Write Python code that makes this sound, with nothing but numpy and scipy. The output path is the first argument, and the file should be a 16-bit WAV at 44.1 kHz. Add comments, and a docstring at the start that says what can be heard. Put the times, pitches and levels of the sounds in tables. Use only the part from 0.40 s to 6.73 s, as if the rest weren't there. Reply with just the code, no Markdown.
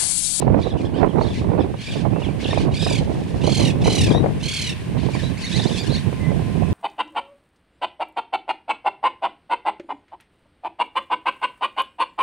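"""Parakeets in a palm. From the start, gusts shed eddies at each of two microphone ports and fronds
rustle; the birds whistle quick warbled notes over the flock's farther chatter. A soft screech at 1.4 s,
then four loud ones from 2.3 to 4.3 s: trills of harmonic syllables, shaped by throat and beak, echoed
by the trees. A thin far tone enters near 4 s. Warbles and chatter crowd in from 4.7 to 5.6 s, then
thin out, leaving wind, fronds and the tone."""
import sys
import numpy as np
from scipy import signal
from scipy.fft import rfft, irfft, next_fast_len
from scipy.io import wavfile
from scipy.ndimage import uniform_filter1d, map_coordinates

SR = 44100
rng = np.random.default_rng(int(sys.argv[2]) if len(sys.argv) > 2 else 0)


def to_wav(s):
    """Save 16-bit WAV."""
    ch = np.atleast_2d(s).T  # columns
    pcm = np.round(np.clip(ch, -1, 1) * 32767)  # PCM
    wavfile.write(sys.argv[1], SR, pcm.astype(np.int16))


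N = 279153
TIME = np.arange(N) / SR

# Trills: first syllable t/s, last syllable t/s, mid-trill delay/s, level/dB, swell first to last/dB,
# first f/Hz, top f/Hz, last f/Hz, place of top/0-1, first and last glide/(pitch fraction per 10 ms),
# tilt/(dB per harmonic)
SCREECHES = [(1.3724, 1.594, -0.0012, -37, -2, 940, 1191, 1107, .7, -0.061, 0.0091, .05),
             (2.325, 2.585, -0.0028, -27, 2.5, 947, 1247, 1036, 0.46, 0.063, -0.14, .05),
             (3.021, 3.306, .002, -25, 2, 883, 1073, 867, 0.42, -0.032, -.13, .05),
             (3.424, 3.6686, -.001, -23.5, 1, 867, 1007, 831, 0.332, 0.021, -0.166, 0.1),
             (4.0108, 4.323, 0.003, -25.5, -2, 856, 1088, 898, 0.26, 0.06, -0.13, .05)]
# Syrinx source: harmonic number, level/dB
SYRINX_DB = [(2, 5), (3, 11), (4, 12.5), (5, 3.5), (6, 11.5), (7, 6.5), (8, 4.5), (9, 7.5), (10, 7)]
# Throat and beak response: f/Hz, gain/dB
THROAT_DB = [(1100, -73), (1600, -3), (2000, -8), (2400, 1), (3000, -2.5), (4200, -3.5), (5500, -8),
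             (7000, -12.5), (8500, -14.5), (10000, -15.5), (11500, -30), (13000, -35), (15000, -50)]
# Warbled notes, by strongest partial: t/s, length/s, first f/Hz, middle f/Hz, last f/Hz, level/dB,
# other partials re strongest/dB
WARBLES = [(0.212, 0.021, 3300, 4420, 4500, -44, -18), (0.229, 0.023, 3250, 4040, 3220, -39.5, -11),
           (0.256, 0.034, 3270, 3910, 3230, -44, -21), (0.3, 0.027, 4190, 3380, 3480, -40.5, -10),
           (0.37, 0.024, 2290, 3020, 2500, -46, -17), (0.399, 0.021, 2700, 2410, 2580, -44.5, -13),
           (0.45, 0.026, 3010, 3500, 2800, -44, -10), (0.539, 0.048, 2760, 3210, 2980, -47.5, -5),
           (0.68, 0.039, 3000, 3300, 2860, -48.5, -30), (0.808, 0.041, 3670, 4460, 3300, -40.5, -12),
           (0.854, 0.019, 3630, 3770, 4250, -41, -19), (0.876, 0.015, 4270, 3440, 3660, -40, -10),
           (0.903, 0.015, 3720, 3530, 3280, -39, -30), (0.94, 0.053, 2310, 2010, 2230, -48, -8),
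           (1.199, 0.026, 3480, 3430, 3130, -42.5, -7), (1.466, 0.031, 2500, 2370, 2700, -40, -30),
           (1.51, 0.043, 3340, 3120, 2300, -40, -30), (1.728, 0.071, 2340, 2690, 2550, -47, -30),
           (1.82, 0.03, 2990, 2530, 2120, -40, -30), (1.835, 0.035, 3550, 3190, 2450, -38.5, -30),
           (1.878, 0.024, 2860, 2430, 2290, -42.5, -30), (2.0, 0.04, 2200, 2480, 3900, -44, -10),
           (2.044, 0.023, 3970, 2675, 3800, -32, -19), (2.079, 0.013, 3960, 3430, 3360, -35, -11),
           (2.106, 0.016, 3690, 3640, 3560, -30.5, -5), (2.122, 0.027, 3360, 2180, 2360, -35.5, -30),
           (2.158, 0.031, 3070, 3640, 4130, -44, -11), (2.17, 0.041, 4010, 3940, 2400, -49, -12),
           (2.409, 0.021, 3520, 3300, 3250, -34, -12), (3.678, 0.023, 1990, 2380, 2350, -33.5, -7),
           (3.704, 0.02, 4180, 3360, 3440, -33.5, -9), (3.721, 0.039, 3880, 3630, 3770, -39, -10),
           (3.749, 0.05, 3660, 3830, 3770, -36, -12), (4.733, 0.024, 2305, 2375, 2120, -35.5, -7),
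           (4.761, 0.013, 1770, 1940, 1940, -38, -18), (4.79, 0.022, 1810, 1790, 1710, -41, -5),
           (4.827, 0.055, 3820, 3920, 3920, -39.5, -30), (4.973, 0.0194, 2030, 2370, 2650, -38, -6),
           (5.024, 0.018, 4800, 4240, 3990, -35, -12), (5.04, 0.016, 3860, 4320, 4400, -32.5, -2),
           (5.058, 0.023, 3920, 3700, 4440, -36, -7), (5.092, 0.032, 2260, 2270, 2520, -43, -30),
           (5.115, 0.036, 3350, 3880, 3730, -31.5, -18), (5.134, 0.011, 3380, 3460, 3600, -30, -11),
           (5.144, 0.024, 3880, 4070, 4550, -27.5, -7), (5.168, 0.014, 4680, 4000, 3620, -29.5, -10),
           (5.193, 0.012, 3420, 3630, 4150, -28.5, -11), (5.212, 0.013, 3410, 4000, 4970, -30, -14),
           (5.227, 0.06, 3710, 3620, 4960, -35, -9), (5.292, 0.012, 4180, 3330, 2600, -37, -20),
           (5.312, 0.022, 3430, 3630, 3370, -36, -30), (5.34, 0.024, 3600, 3500, 3280, -38, -30),
           (5.365, 0.026, 2550, 2630, 2380, -36, -5), (5.376, 0.045, 4080, 4540, 4560, -35, -14),
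           (5.379, 0.028, 3340, 3420, 3700, -34, -20), (5.399, 0.028, 4790, 4890, 4740, -36.5, -5),
           (5.493, 0.025, 3390, 3930, 4130, -38.5, -30), (5.512, 0.012, 3190, 3940, 4600, -41, -10),
           (5.527, 0.016, 4640, 4190, 4000, -30.5, -25), (5.545, 0.015, 3940, 4320, 4530, -26.5, -14),
           (5.561, 0.025, 3930, 3560, 4330, -34, -8), (5.803, 0.11, 2060, 2030, 2050, -42.5, -30),
           (6.201, 0.091, 2550, 2545, 2560, -47.5, -30)]
# Flock bouts: t/s, length/s, level below 5 kHz/dB, level above 5 kHz/dB
BOUTS = [(0, 0.014, -42.5, -55), (0.176, .12, -49, -58), (0.366, 0.09, -49.5, -55.5),
         (0.546, 0.056, -43.5, -66), (0.791, 0.14, -46.5, -53), (0.931, 0.068, -39.5, -49.5),
         (1.178, 0.047, -46, -72), (1.402, .2, -41, -50.5), (1.788, .09, -49, -56.5),
         (1.995, 0.12, -37, -47), (2.123, 0.11, -37.5, -48.5), (2.584, 0.39, -52, -56.5),
         (3.67, 0.07, -44, -46), (4.353, 0.031, -45.5, -70), (4.576, 0.091, -43.5, -57),
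         (4.7, 0.19, -42, -49.5), (4.983, 0.12, -40, -45.5), (5.105, 0.28, -37.5, -40.5),
         (5.421, 0.17, -39.5, -46.5)]
# Tree echo decay: f/Hz, T60/s
ECHO_T60_S = [(1500, .22), (4000, .15), (10000, .12)]
# Wind at the ports: t/s, flutter level/dB, buffet re flutter/dB, flutter left-right/dB
GUSTS = [(0.0, -25, 1, -24.5), (0.07, -21, 4.5, -18), (0.25, -23, 1, -23), (0.37, -28, 2, -5),
         (0.54, -31, 6, -9), (0.63, -16, -2, -29), (0.7, -29.5, 4.5, -23.0), (0.79, -21.5, -1, -17),
         (0.88, -27.5, 3, -13.5), (0.95, -37.5, 8, 3), (1.09, -24.5, 2, -18.5), (1.2, -24, 0, -14.0),
         (1.43, -48.5, 12.5, -1), (1.6, -25, 2.5, -24.5), (1.74, -26.5, 9, -30), (1.85, -35.5, 8, -19.5),
         (2.33, -25, 5.5, -13.5), (2.36, -38, 10, -6.5), (2.57, -28, 6, -13), (2.82, -36.5, 9, -7),
         (3.12, -24.5, 3.5, -18), (3.15, -40.5, 12, -13.0), (3.21, -20, 3.5, -17.5), (3.35, -32, 9, -3.5),
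         (3.49, -22, 4.5, -11), (3.58, -28, 0, -7), (3.6, -33, 13.5, -1), (3.75, -22, 3.5, 13),
         (4.09, -41.5, 11.5, -6), (4.14, -50, 16, 10), (4.25, -39, 12, -11), (4.39, -44.5, 10.5, 0),
         (4.57, -31.5, 8.5, -16.0), (4.78, -31, 8, -22), (5.06, -45, 13.5, -6), (5.2, -27, 6.5, -25),
         (5.43, -34.5, 8, -18.0), (5.52, -25.5, 6, -25), (5.61, -44, 15, -2.5), (5.68, -27, 7.5, -32),
         (5.71, -40.5, 11, -16), (5.87, -31.5, 9, -21), (6.28, -29.5, 7, -22), (6.33, -33.5, 14, -5)]
# Sharp eddies: t/s, peak/dB, left-right/dB
POPS = [(0.023, -13.5, -24), (0.078, -8, -26), (0.142, -7, -29), (0.189, -13, -24), (0.629, -2, -32),
        (0.645, -8.5, -27), (0.783, -14.5, -22), (0.811, -14, -26), (1.044, -19.5, -20), (1.147, -30, -12),
        (1.178, -15, -18.0), (1.339, -24, -21), (1.651, -15.5, -25), (1.76, -16.5, -21), (1.818, -20, -20),
        (2.13, -12.5, -20), (2.174, -9, -28), (2.464, -13.5, -28), (2.508, -16, -15.0),
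        (3.074, -12.5, -21.5), (3.118, -29, -21.5), (3.196, -18.5, -18), (3.458, -11, -20),
        (3.476, -8.5, -31), (3.702, -16.5, 17), (3.747, -9.5, 22.5), (3.839, -9, 3), (3.86, -10, 19),
        (3.949, -33, 7), (4.686, -18.5, -25), (5.199, -14.5, -29)]
# Wind spectra (low buffet, brighter flutter, eddy crackle): f/Hz, relative density/dB
BUFFET_DB = [(12, -55), (20, -32), (80, -6.5), (112, -6.5), (145, -5.5), (195, -8.5), (280, -18),
             (500, -30), (650, -72), (1100, -120)]
FLUTTER_DB = [(120, -35), (250, 4), (400, 1), (700, -8), (1050, -14.5), (1300, -26), (2500, -33.5),
              (6000, -80)]
CRACKLE_DB = [(150, -49), (350, 4), (600, 9.5), (1000, -2.5), (1350, -18), (2500, -24), (5000, -72),
              (9000, -73)]
# Rustle spectrum: f/Hz, relative density/dB
FROND_SPECTRUM_DB = [(350, -44), (600, -5), (809, -10), (1050, -6), (1180, -10.5), (1300, -15),
                     (1550, -7.5), (2680, -8), (5000, -19.5), (7730, -23.5), (8740, -18), (15500, -41)]
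# Background rustle level as the recorder's gain rises, quieter during the early loud wind: t/s, level/dB
BACKGROUND_GAIN_DB = [(0.0, -52.5), (0.7, -48.5), (5.46, -40.5), (5.57, -41.5), (6.33, -40.5)]
# Rustle shared by the ports: f/Hz, left-right correlation
FROND_CORRELATION = [(800, 0.48), (2500, 0.39), (5000, 0.058), (10000, 0.038)]
# Far tone envelope: t/s, level/dB
TONE_LEVEL_DB = [(3.9, -82), (4.1, -57), (5.4, -60), (5.6, -51), (6.33, -48)]


def syllables(spacing_s=.026, onset_db=12, fade_db=5, dulling_db=.2):
    """Syllable trains: pitch arches up and down, ends are soft. Yields t/s, level/dB, f/Hz, glide, tilt."""
    for first_s, last_s, delay_s, db, swell_db, *arch, first_glide, last_glide, tilt_db in SCREECHES:
        first_hz, top_hz, last_hz, top = arch
        k = np.arange(round((last_s - first_s) / spacing_s) + 1)
        progress, scatter = k / k[-1], rng.standard_normal((3, len(k)))
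        rise = np.clip(1 - progress / top, 0, 1) ** 2.19
        fall = np.clip((progress - top) / (1 - top), 0, 1) ** 1.67
        pitch_hz = top_hz + (first_hz - top_hz) * rise + (last_hz - top_hz) * fall
        soft_db = onset_db * np.exp(-k) + fade_db * np.exp(-k[::-1] / .85)
        centre_s = first_s + (last_s - first_s) * progress + delay_s * np.sin(np.pi * progress)
        yield from zip(centre_s + .001 * scatter[2],
                       db + swell_db * (progress - .5) - soft_db + scatter[0],
                       pitch_hz * (1 + .012 * scatter[1]),
                       first_glide + (last_glide - first_glide) * progress,
                       tilt_db - dulling_db * progress)


def screeches(upper_half_s=.0073, low_half_s=.013, edge_s=.00059, bend=.152, hook=.0992, rasp_db=-11):
    """Each syllable: syrinx harmonics and breath rasp in one throat; pitch dips midway, ends hook up."""
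    out = np.zeros(N)
    breath = unit(np.gradient(noise(THROAT_DB, channels=1)[0]))  # turbulence leans to the treble
    t = np.arange(-600, 600) / SR
    t_10ms, harmonic = 100 * t, np.arange(1, 16)[:, None]
    # Upper harmonics sound only while the membranes close fully; the lowest two last longer.
    half_s = np.where(harmonic > 2, upper_half_s, low_half_s)
    gate = 1 / (1 + np.exp((np.abs(t) - half_s) / edge_s))
    source_db = np.interp(harmonic, *np.transpose(SYRINX_DB))
    for centre_s, db, hz, glide, tilt_db in syllables():
        rough, scatter = rng.standard_normal((2, len(t)))
        jitter = .013 * unit(uniform_filter1d(rough, size=45))
        dip = bend * t_10ms ** 2 + hook * np.minimum(t_10ms ** 4, 3)
        pitch_hz = hz * (1 + dip + glide * t_10ms + jitter)
        bright_db = (.12 * (db + 30) + tilt_db) * harmonic  # louder is brighter
        throat_db = at_hz(THROAT_DB, harmonic * pitch_hz)
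        gains = amp(source_db + throat_db + bright_db + 2 * scatter[:len(harmonic), None])
        phase = harmonic * phase_rad(pitch_hz) + 2 * np.pi * scatter[-len(harmonic):, None]
        stack = np.sum(gate * gains * np.sin(phase), 0)
        power = np.sum(gains ** 2 / 2, 0)
        stack /= np.sqrt(np.mean(power[np.abs(t) < upper_half_s]))
        rasp = amp(rasp_db) * gate[0] * breath[round(centre_s * SR):][:len(t)]
        add(out, centre_s + t[0], amp(db) * (stack + rasp))
    return out


def warbles(edge_s=.0019):
    """Unsteady gliding whistles: low notes lead with the fundamental, high ones with harmonic 2."""
    out = np.zeros(N)
    quaver = .009 * wobble(400)[0]
    tremor_db = 1.5 * wobble(150)[0] + 2.5 * wobble(600)[0]
    for start_s, length_s, *glide_hz, db, others_db in WARBLES:
        t = np.arange(-edge_s, length_s + edge_s, 1 / SR)
        pitch_hz = np.polyval(np.polyfit([0, .5, 1], glide_hz, deg=2), t / length_s)
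        pitch_hz *= 1 + quaver[round(start_s * SR):][:len(t)]
        lead, neighbour, top = (1, 2, 4) if np.mean(glide_hz) < 2700 else (2, 1, 5)
        phase = phase_rad(pitch_hz) / lead
        others = np.sin(neighbour * phase) + amp(-5) * np.sin(3 * phase) + amp(-14) * np.sin(top * phase)
        voice = np.sin(lead * phase) + amp(others_db) * others
        fade = np.clip(np.minimum(t + edge_s, length_s + edge_s - t) / (2 * edge_s), 0, 1)
        add(out, start_s - edge_s, np.sqrt(2) * amp(db) * fade * voice)
    return out * amp(tremor_db)


def bout_gains(murmur_db=-59.5, swell_s=.02, die_s=.068):
    """Flock gain, low and high band: bouts swell, hold and die over a steady low-band murmur."""
    gains = np.array([np.full(N, amp(murmur_db)), np.zeros(N)])
    for start_s, length_s, *levels_db in BOUTS:
        corners_s = start_s + np.array([-swell_s, swell_s, length_s, length_s + die_s])
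        gains += amp(levels_db)[:, None] * np.interp(TIME, corners_s, [0, 1, 1, 0]) ** 2
    return gains


def chatter(birds=6, centre_hz=1400, hoarse_db=-3, split_hz=5000):
    """Farther birds: wandering pitch, chopped into raspy syllables, blurred by breath noise."""
    pitch_hz = centre_hz * np.exp(.12 * wobble(90, birds) + .22 * wobble(5, birds))
    phase = phase_rad(pitch_hz)
    voices = sum(amp(at_hz(THROAT_DB, k * pitch_hz)) * np.sin(k * phase) for k in range(1, 9))
    chop_db = 7 * wobble(55, birds) + 3 * wobble(500, birds)
    flock = unit(voices * amp(chop_db)).reshape(2, -1, N).sum(1)  # half the birds per side
    flock = unit(flock) + amp(hoarse_db + 2.5 * wobble(40)) * noise(THROAT_DB)
    flock = flock + .22 * flock[::-1]  # crossfeed
    low = filtered(flock, lambda hz: 1 / (1 + (hz / split_hz) ** 8))
    low_gain, high_gain = bout_gains()
    return low_gain * unit(low) + high_gain * unit(flock - low)


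def tree_echoes(x, delay_samples=150):
    """Scatter from trunks and fronds; treble dies first."""
    hz, t, spectra = signal.stft(rng.standard_normal((2, SR // 3)), SR, nperseg=256)
    decay = amp(-60 * t / at_hz(ECHO_T60_S, hz)[:, None])
    tail = signal.istft(spectra * decay, SR, nperseg=256)[1]
    delayed = np.pad(x, (delay_samples, 0))[None]
    return signal.fftconvolve(delayed, tail / np.linalg.norm(tail[0]), axes=1)[:, :N]


def wind(gusting_db=1.2, spike_db=-14, buffet_pan_share=.59):
    """Eddies shed at each port: low buffet, bursts of brighter flutter, spikes on the strongest swings."""
    flutter_db, buffet_db, pan_db = curves(GUSTS)
    swell_db = gusting_db * wobble(8, channels=2)
    eddies, ripples = wobble(45, channels=2), wobble(170, channels=2)
    buffet = unit(amp(1.92 * eddies + swell_db) * noise(BUFFET_DB))
    flutter = unit(amp(2.6 * eddies + 3.8 * ripples) * noise(FLUTTER_DB))
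    spikes = unit(amp(4 * eddies + 6 * ripples) * noise(CRACKLE_DB))
    return (port_gains(flutter_db + buffet_db, buffet_pan_share * pan_db) * buffet
            + port_gains(flutter_db, pan_db) * (flutter + amp(spike_db) * spikes))


def eddy_pops(attack_s=.0012, decay_s=.006):
    """Sharp eddies: sudden crackling bursts, mostly on one port."""
    out, crackle, t = np.zeros((2, N)), noise(CRACKLE_DB), np.arange(SR // 30) / SR
    envelope = np.exp(-t / decay_s) * np.sin(np.pi / 2 * np.minimum(t / attack_s, 1)) ** 2
    for start_s, peak_db, pan_db in POPS:
        sides = amp([pan_db / 2, -pan_db / 2])
        for port, gain, air in zip(out, sides / np.mean(sides), crackle):
            burst = envelope * air[round(start_s * SR):][:len(t)]
            add(port, start_s, gain * amp(peak_db) * burst / np.max(np.abs(burst)))
    return out


def fronds(stir_db=.8):
    """Distant leaf rustle, partly shared by both ports; it comes up with the recorder's gain."""
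    def mid_side_gains(hz):
        angle_rad = np.arccos(at_hz(FROND_CORRELATION, hz)) / 2
        return np.array([np.cos(angle_rad), np.sin(angle_rad)])
    mid, side = filtered(noise(FROND_SPECTRUM_DB), mid_side_gains)
    rustle = unit(np.array([mid + side, mid - side]))
    return amp(curves(BACKGROUND_GAIN_DB)[0] + stir_db * wobble(5)) * rustle


def far_tone(centre_hz=1030):
    """Thin distant sine, wavering slightly in pitch and level."""
    pitch_hz = centre_hz * (1 + .0034 * wobble(20)[0])
    level_db = curves(TONE_LEVEL_DB)[0] + 1.4 * wobble(16)[0]
    return np.sqrt(2) * amp(level_db) * np.sin(phase_rad(pitch_hz))


def amp(db):
    """dB to gain."""
    return 10 ** (np.asarray(db) / 20)


def unit(x):
    """Each channel to rms 1."""
    return x / np.sqrt(np.mean(x ** 2, -1, keepdims=True) + 1e-20)


def phase_rad(hz):
    """Running phase of a pitch curve."""
    return 2 * np.pi * np.cumsum(hz, -1) / SR


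def at_hz(points, hz):
    """Interpolate (f/Hz, value) rows on a log axis."""
    knots_hz, values = np.transpose(points)
    return np.interp(np.log(np.abs(hz) + 1), np.log(knots_hz + 1), values)


def curves(rows):
    """Per-sample curve for each column after t/s."""
    knots_s, *columns = np.transpose(rows)
    return [np.interp(TIME, knots_s, column) for column in columns]


def wobble(knots_per_s, channels=1):
    """Smooth random curves."""
    knots = rng.standard_normal((channels, int(N * knots_per_s / SR) + 4))
    return np.array([map_coordinates(row, [TIME * knots_per_s]) for row in knots])


def filtered(x, response):
    """Apply the gain response(hz) by FFT."""
    size = next_fast_len(N + 8192)
    return irfft(rfft(x, size) * response(np.fft.rfftfreq(size, 1 / SR)), size)[..., :N]


def noise(spectrum_db, channels=2):
    """Coloured noise, rms 1."""
    return unit(filtered(rng.standard_normal((channels, N)), lambda hz: amp(at_hz(spectrum_db, hz))))


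def port_gains(db, pan_db):
    """Gains for two uncorrelated ports whose mean signal has level db."""
    sides = amp([pan_db / 2, -pan_db / 2])
    return 2 * amp(db) * sides / np.sqrt(np.sum(sides ** 2, 0))


def add(track, start_s, sound):
    """Mix a short sound in."""
    i = max(round(start_s * SR), 0)
    track[i:i + len(sound)] += sound[:len(track) - i]


def scene(echo_db=-7.5):
    """Near birds, the camera body shading the left port; then flock, echoes, wind, leaves and tone."""
    birds = screeches() + warbles()
    shaded = filtered(np.roll(birds, 1), lambda hz: amp(-2.5 - 3.4 * (hz / 9000) ** 2))
    near = np.array([shaded, birds]) + amp(echo_db) * tree_echoes(birds)
    return near + chatter() + wind() + eddy_pops() + fronds() + far_tone()


def record(dry, ceiling=.88, top_hz=15750):
    """Soft peak rounding, then the camera's band limit."""
    rounded = dry / (1 + np.abs(dry / ceiling) ** 4) ** (1 / 4)
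    return filtered(rounded, lambda hz: hz < top_hz)


dry = scene()
out = record(dry)
to_wav(out)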